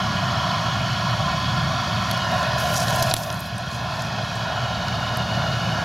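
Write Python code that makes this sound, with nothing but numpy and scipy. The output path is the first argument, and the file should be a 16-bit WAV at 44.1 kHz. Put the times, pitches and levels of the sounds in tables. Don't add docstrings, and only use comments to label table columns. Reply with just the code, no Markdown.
import sys
import numpy as np
from scipy import signal
from scipy.fft import rfft, irfft, next_fast_len
from scipy.io import wavfile
from scipy.ndimage import uniform_filter1d, map_coordinates

SR = 44100
rng = np.random.default_rng(int(sys.argv[2]) if len(sys.argv) > 2 else 0)


def pcm_store(signal):
    levels = np.round(np.clip(np.atleast_2d(signal), -1, 1) * 32767)
    wavfile.write(sys.argv[1], SR, levels.astype(np.int16).T)


def decibels_to_gain(level_db):
    exponent = np.asarray(level_db, float) / 20
    return 10 ** exponent


N = 257544

# (time [s], level [dB])
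ENGINE_LEVEL = [
    (0, -28),
    (1, -29),
    (1.6, -27.5),
    (2.5, -30),
    (2.8, -28.5),
    (3.5, -26),
    (4.5, -28.5),
    (5.84, -26.5),
]
# (frequency [Hz], level [dB rms])
ENGINE_ORDERS = [(76.8, -43.5), (113, -32.5), (129, -35), (146, -48.5), (163, -40.5), (184, -43.5)]
# (frequency [Hz], density [dB per Hz])
EXHAUST_COLOUR = [(15, -60), (25, -46), (39, -25.5), (50, -23), (62, -17.5), (81, -13.5), (102, -1.5),
                  (125, 3), (160, -3), (195, -6.5), (265, -19.5), (480, -26.5), (620, -61), (1060, -120)]
# (frequency [Hz], density [dB per Hz])
TUBE_COLOUR = [(250, -72), (400, -8.5), (550, -1), (720, 3), (1050, 0.5), (1400, 2), (1800, -5.5),
               (2100, -15), (2600, -44)]
# (frequency [Hz], width [Hz], level [dB])
HOPPER_MODES = [
    (603, 253, 2),
    (773, 107, 4.5),
]
# (frequency [Hz], density [dB per Hz])
GRAIN_COLOUR = [(1500, -8), (2000, -21), (2300, -3.5), (2600, -3), (2900, 0.5), (3300, 0), (3700, -2),
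                (4100, -2), (4500, -2.5), (5000, -5), (5700, -8.5), (6600, -13), (7600, -30), (8200, -55)]
# (time [s], frequency [Hz])
MESH_PITCH = [(0, 1665), (.6, 1663), (1.5, 1671), (2.05, 1671), (2.3, 1661), (4.2, 1658), (5.84, 1658)]
# (time [s], lag [ms])
MIRROR_LAG = [(0, .93), (1, .925), (1.8, .88), (2.1, .89), (2.4, 1.12), (2.67, 1.3), (3.1, 1.17),
              (3.6, 1.21), (3.95, 1.17), (4.5, 1.27), (4.85, 1.34), (5.4, 1.395), (5.84, 1.34)]
# (frequency [Hz], level [dB])
MIRROR_COLOUR = [(200, -8.5), (600, -2), (1200, -9.5), (2000, -12), (3000, -1.5), (4500, -7.5), (6500, -13),
                 (9000, -25)]
# (frequency [Hz], density [dB per Hz])
HISS_COLOUR = [(6000, -11), (7000, 0), (7500, -4), (8300, -11.5), (9600, -7.5), (11500, -11),
               (13500, -12.5), (14600, -15), (15300, -25), (15800, -28), (16100, -70)]
# (frequency [Hz], density [dB per Hz])
STRAW_COLOUR = [(1500, -20.5), (3000, -11), (5000, 8), (7000, 5), (8200, -4), (10000, -0.5), (12500, -8),
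                (15000, -13), (16000, -14)]
# (start [s], hold [s], stalks [dB], chaff [dB])
STRAW_STROKES = [(1.85, 0.91, -59, -68), (2.08, 0.055, -58, -75), (2.3, 0.13, -52, -72),
                 (2.568, 0.54, -40.5, -47), (2.735, 0.055, -40.5, -52), (3.128, .12, -40, -40),
                 (3.267, .2, -49, -46), (3.503, .55, -51.5, -64), (3.656, 0.1, -45, -60),
                 (3.928, 0.093, -52, -68), (4.196, .2, -53.5, -70)]
# (time [s], bright peak [dB], dull peak [dB], tick [Hz])
STALK_SNAPS = [(2.1114, -18.5, -19, 11500), (2.1745, -28, -25, 9870), (2.3151, -30, -34, 13000),
               (2.4287, -34, -25, 8070), (2.5314, -46, -26, 10100), (2.8821, -24, -18, 9380),
               (2.9054, -28, -34, 9890), (2.926, -29, -23, 9830), (2.9597, -17, -31, 10200),
               (2.9846, -32, -29, 11100), (3.0236, -24, -14, 12500), (3.026, -15, -24, 11900),
               (3.1117, -30, -14.5, 9320), (3.1379, 2.5, -3, 10700), (3.1646, -12, -11.5, 11000),
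               (3.235, -21, -23, 11100), (3.3012, -29, -13.5, 11260), (3.3258, -17, -36, 9280),
               (3.3424, -23, -27, 9530), (3.3922, -22, -38, 9440), (3.4042, -18, -34, 12500),
               (3.4575, -31, -37, 11500), (3.5808, -17.5, -36, 8560), (3.7135, -36, -23, 11900),
               (3.9384, -34, -26, 9840), (3.9923, -37, -24, 10700), (4.0203, -20, -31, 9750),
               (4.355, -28, -32, 11500), (4.8821, -29, -23, 11200), (5.1701, -21, -37, 11500)]
# (frequency [Hz], lag [cycles])
REAR_LAG = [(0, .2), (473, 1.5), (2002, 5.5), (2734, 7.5), (4285, 11.5), (6718, 17.5), (7515, 19.5),
            (8731, 22.5), (10045, 25.5), (10895, 27.5), (12532, 31.5), (15331, 38.5), (22050, 55.3)]
# (frequency [Hz], level [dB])
REAR_COLOUR = [(60, 9.5), (250, 1.5), (470, -2), (860, -3), (1230, -1.7), (1620, -6.5), (2000, 4),
               (2740, -2.6), (3100, -13.5), (3500, -6), (5500, -7.5), (8300, -9.5), (10000, -6.5),
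               (15000, -7.5)]
# (frequency [Hz], rear share [dB], phase [rad], diffuse level [dB])
SIDE_COLOUR = [(40, -15, 3, -24), (110, -26.5, 2.1, -26), (250, -35, -1.5, -30.5), (500, -24, -2.7, -14.5),
               (810, -11.5, -3, -20), (1300, -12, -4, -18), (1770, -10, -4.5, -24), (2200, -20, -1.5, -13),
               (3020, -12.5, -2.5, -38), (3760, -23, -3, -29), (4300, -70, -5, -68)]
# (frequency [Hz], upright [dB], bent [dB], risen [dB])
BODY_SCATTER = [
    (470, -30, -11, -8),
    (838, -30, -33, -3),
    (1260, -5, -35, -6),
]

BEND_S, RISE_S, MOVE_S = 2.34, 3.53, 0.55


def unit(x):
    return x / np.sqrt(np.mean(x ** 2) + 1e-20)


def along(points, hz, column=1):
    table = np.transpose(points)
    return np.interp(np.log(hz + 1), np.log(table[0] + 1), table[column])


def curves(rows):
    s, *columns = np.transpose(rows)
    return [np.interp(np.arange(N) / SR, s, column) for column in columns]


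def wobble(rate):
    knots = rng.standard_normal(int(N * rate / SR) + 4)
    return map_coordinates(knots, [np.arange(N) * rate / SR])


def filtered(x, response):
    m = next_fast_len(N + 8192)
    return irfft(rfft(x, m) * response(np.fft.rfftfreq(m, 1 / SR)), m)[..., :N]


def shape(points):
    return lambda hz: decibels_to_gain(along(points, hz)) * (hz >= points[0][0])


def modes(table):
    def response(f):
        total = 0
        for k, (centre, width, db) in enumerate(table):
            mode = 1j * f * width / (centre * centre - f * f + 1j * f * width)
            total = total + (-1) ** k * decibels_to_gain(db / 2) * mode
        return total ** 2
    return response


def rush(response, patchy_db):
    z = signal.stft(rng.standard_normal(N), nperseg=512)[2]
    field = uniform_filter1d(rng.standard_normal(z.shape), size=5, axis=0)
    field = uniform_filter1d(field, size=12, axis=1)
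    noise = signal.istft(z * decibels_to_gain(patchy_db * unit(field)), nperseg=512)[1][:N]
    return unit(filtered(noise, response))


def tone(hz, wander, flutter_db, rate):
    phase = 2 * np.pi * np.cumsum(hz * np.ones(N)) / SR
    phase = phase + wander * wobble(rate) + rng.uniform(0, 2 * np.pi)
    return unit(decibels_to_gain(flutter_db * wobble(rate)) * np.sin(phase))


def ramp(middle_s, length_s):
    return np.clip((np.arange(N) / SR - middle_s) / length_s + .5, 0, 1)


def posed(upright, bent, risen):
    return upright + (bent - upright) * ramp(BEND_S, MOVE_S) + (risen - bent) * ramp(RISE_S, MOVE_S)


def engine():
    orders = sum(decibels_to_gain(db + 25.5) * tone(hz, wander=0.82, flutter_db=1.5, rate=4) for hz, db in ENGINE_ORDERS)
    exhaust = decibels_to_gain(-3.5) * rush(shape(EXHAUST_COLOUR), patchy_db=0.7)
    return decibels_to_gain(curves(ENGINE_LEVEL)[0]) * (orders + exhaust)


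def auger():
    heap = ramp(4.6, 0.91)
    heap_loss_db = -1.5 * heap
    bending = np.sin(np.pi * ramp(BEND_S, MOVE_S))

    tube_db = posed(-30.5, -30, -30) + heap_loss_db
    tube = decibels_to_gain(tube_db + 0.96 * wobble(8.3)) * rush(shape(TUBE_COLOUR), patchy_db=0.68)
    hopper = decibels_to_gain(posed(-37.5, -35, -47.5)) * rush(modes(HOPPER_MODES), patchy_db=3.0)

    slugs = decibels_to_gain(0.33 * wobble(38))
    grain_db = posed(-34, -34, -33) + heap_loss_db
    grain = decibels_to_gain(grain_db) * slugs * rush(shape(GRAIN_COLOUR), patchy_db=0.84)
    spout_db = -56.5 + 12 * heap + 8 * bending
    spout = decibels_to_gain(spout_db) * rush(modes([(2875, 90, 0)]), patchy_db=0.3)

    mesh_hz, = curves(MESH_PITCH)
    whine = decibels_to_gain(-38) * tone(mesh_hz, wander=0.18, flutter_db=1.5, rate=11)
    moan_db = posed(-45.5, -41.5, -46.5) + 9 * bending + 1.5 * wobble(2.5)
    moan = decibels_to_gain(moan_db) * tone(.6195 * mesh_hz, wander=0.79, flutter_db=4.0, rate=18)
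    return tube + hopper + grain + spout + whine + moan


def moving_reflection(far):
    lag_ms, = curves(MIRROR_LAG)
    reflected = filtered(far, shape([(1, -33)] + MIRROR_COLOUR + [(20000, -60)]))
    bounce = map_coordinates(reflected, [np.arange(N) - lag_ms * SR / 1000])
    return posed(0.61, .45, 0.49) * bounce


def hiss():
    return decibels_to_gain(-53) * rush(shape(HISS_COLOUR), patchy_db=0)


def stroke(start_s, hold_s):
    attack_s, t60_s = 0.036, 0.24
    t = np.arange(N) / SR - start_s
    return np.clip(t / attack_s, 0, 1) * decibels_to_gain(-60 * np.clip(t - hold_s, 0, 2) / t60_s)


def brushing():
    clumps = uniform_filter1d(1. * (rng.random(N) < .004), size=30) * 30
    cracks = rng.standard_normal(N) * (1 + 1.7 * clumps)
    cracks = cracks * decibels_to_gain(1.7 * wobble(70) + 2.0 * wobble(16))
    brush = unit(filtered(cracks, shape(STRAW_COLOUR + [(17000, -90)])))
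    swells = np.array([stroke(s, hold_s) for s, hold_s, *_ in STRAW_STROKES])
    stalks, chaff = decibels_to_gain(np.transpose(STRAW_STROKES)[2:]) @ swells
    rustle = decibels_to_gain(2.2 * wobble(90) + 1.6 * wobble(25.1)) * rush(modes([(11500, 4300, 0)]), patchy_db=1.0)
    return decibels_to_gain(3.0) * stalks * brush + chaff * rustle


def snap(bright_db, dull_db, tick_hz):
    t = np.arange(400) / SR
    a, b, c, d = rng.uniform(0.784, 1.24, 4)

    def ring(hz):
        return np.sin(2 * np.pi * hz * t)

    def decay(db, t60_s):
        return decibels_to_gain(db - 60 * t / t60_s)

    tick = .7 * ring(.72 * tick_hz) + .8 * ring(.86 * tick_hz * a) + .8 * ring(tick_hz) + .4 * ring(1.15 * tick_hz)
    out = decay(bright_db + 1.5, .0026) * tick
    out += decay(dull_db + 7, .003) * (ring(3900 * d) + .7 * ring(5200 * a))
    out += decay(bright_db - 10, .004) * rng.standard_normal(len(t))
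    out += decay(dull_db - 4.5, 0.012) * (ring(800 * b) + 0.51 * ring(1500 * c))
    return out * (1 - np.exp(-t / 0.000097))


def straw():
    out = brushing()
    for s, bright_db, dull_db, tick_hz in STALK_SNAPS:
        crack = snap(bright_db, dull_db, tick_hz)
        out[round((s + .0012) * SR):][:len(crack)] += crack
    return out


def gain_control():
    duck_s, attack_s, hold_s, recover_s = 3.119, 0.009, 0.56, 1.0
    t = np.maximum(np.arange(N) / SR - duck_s, 0)
    recovery = np.exp(-np.maximum(t - hold_s, 0) / recover_s)
    return 1.25 - 7 * (1 - np.exp(-t / attack_s)) * recovery


def scene():
    far = engine() + auger()
    return np.array([far + moving_reflection(far) + hiss() + straw()] * 2)


def roll_off(x):
    return signal.sosfilt(signal.butter(12, 15960, fs=SR, output="sos"), x)


def record(dry):
    front = dry[0]
    rear = filtered(front, lambda hz: decibels_to_gain(along(REAR_COLOUR, hz))
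                    * np.exp(-2j * np.pi * np.interp(hz, *np.transpose(REAR_LAG))))
    z = signal.stft(dry, nperseg=256)[2]
    random_phase = np.exp(2j * np.pi * rng.random(z.shape))
    scatter = signal.istft(z * random_phase, nperseg=256)[1][:, :N]

    mid = front + rear + decibels_to_gain(-15) * filtered(scatter[0], lambda hz: hz > 1500)
    for centre_hz, *pose_db in BODY_SCATTER:
        band = filtered(scatter[0], lambda hz: np.exp(-((hz - centre_hz) / 130) ** 2))
        mid = mid + decibels_to_gain(posed(*pose_db) + 4) * band

    side = filtered(rear, lambda hz: decibels_to_gain(along(SIDE_COLOUR, hz)) * np.exp(1j * along(SIDE_COLOUR, hz, column=2)))
    side = side + filtered(scatter[1], lambda hz: decibels_to_gain(along(SIDE_COLOUR, hz, column=3)))
    both = np.clip(decibels_to_gain(gain_control()) * np.array([mid + side, mid - side]), -1, 1)

    top = filtered(both, lambda hz: hz > 15200)
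    both = both - top * np.clip(4 * wobble(22) - 1.5, 0, 1)
    mix = filtered(both, lambda hz: hz < 15830)
    return roll_off(mix)


dry = scene()
out = record(dry)
pcm_store(out)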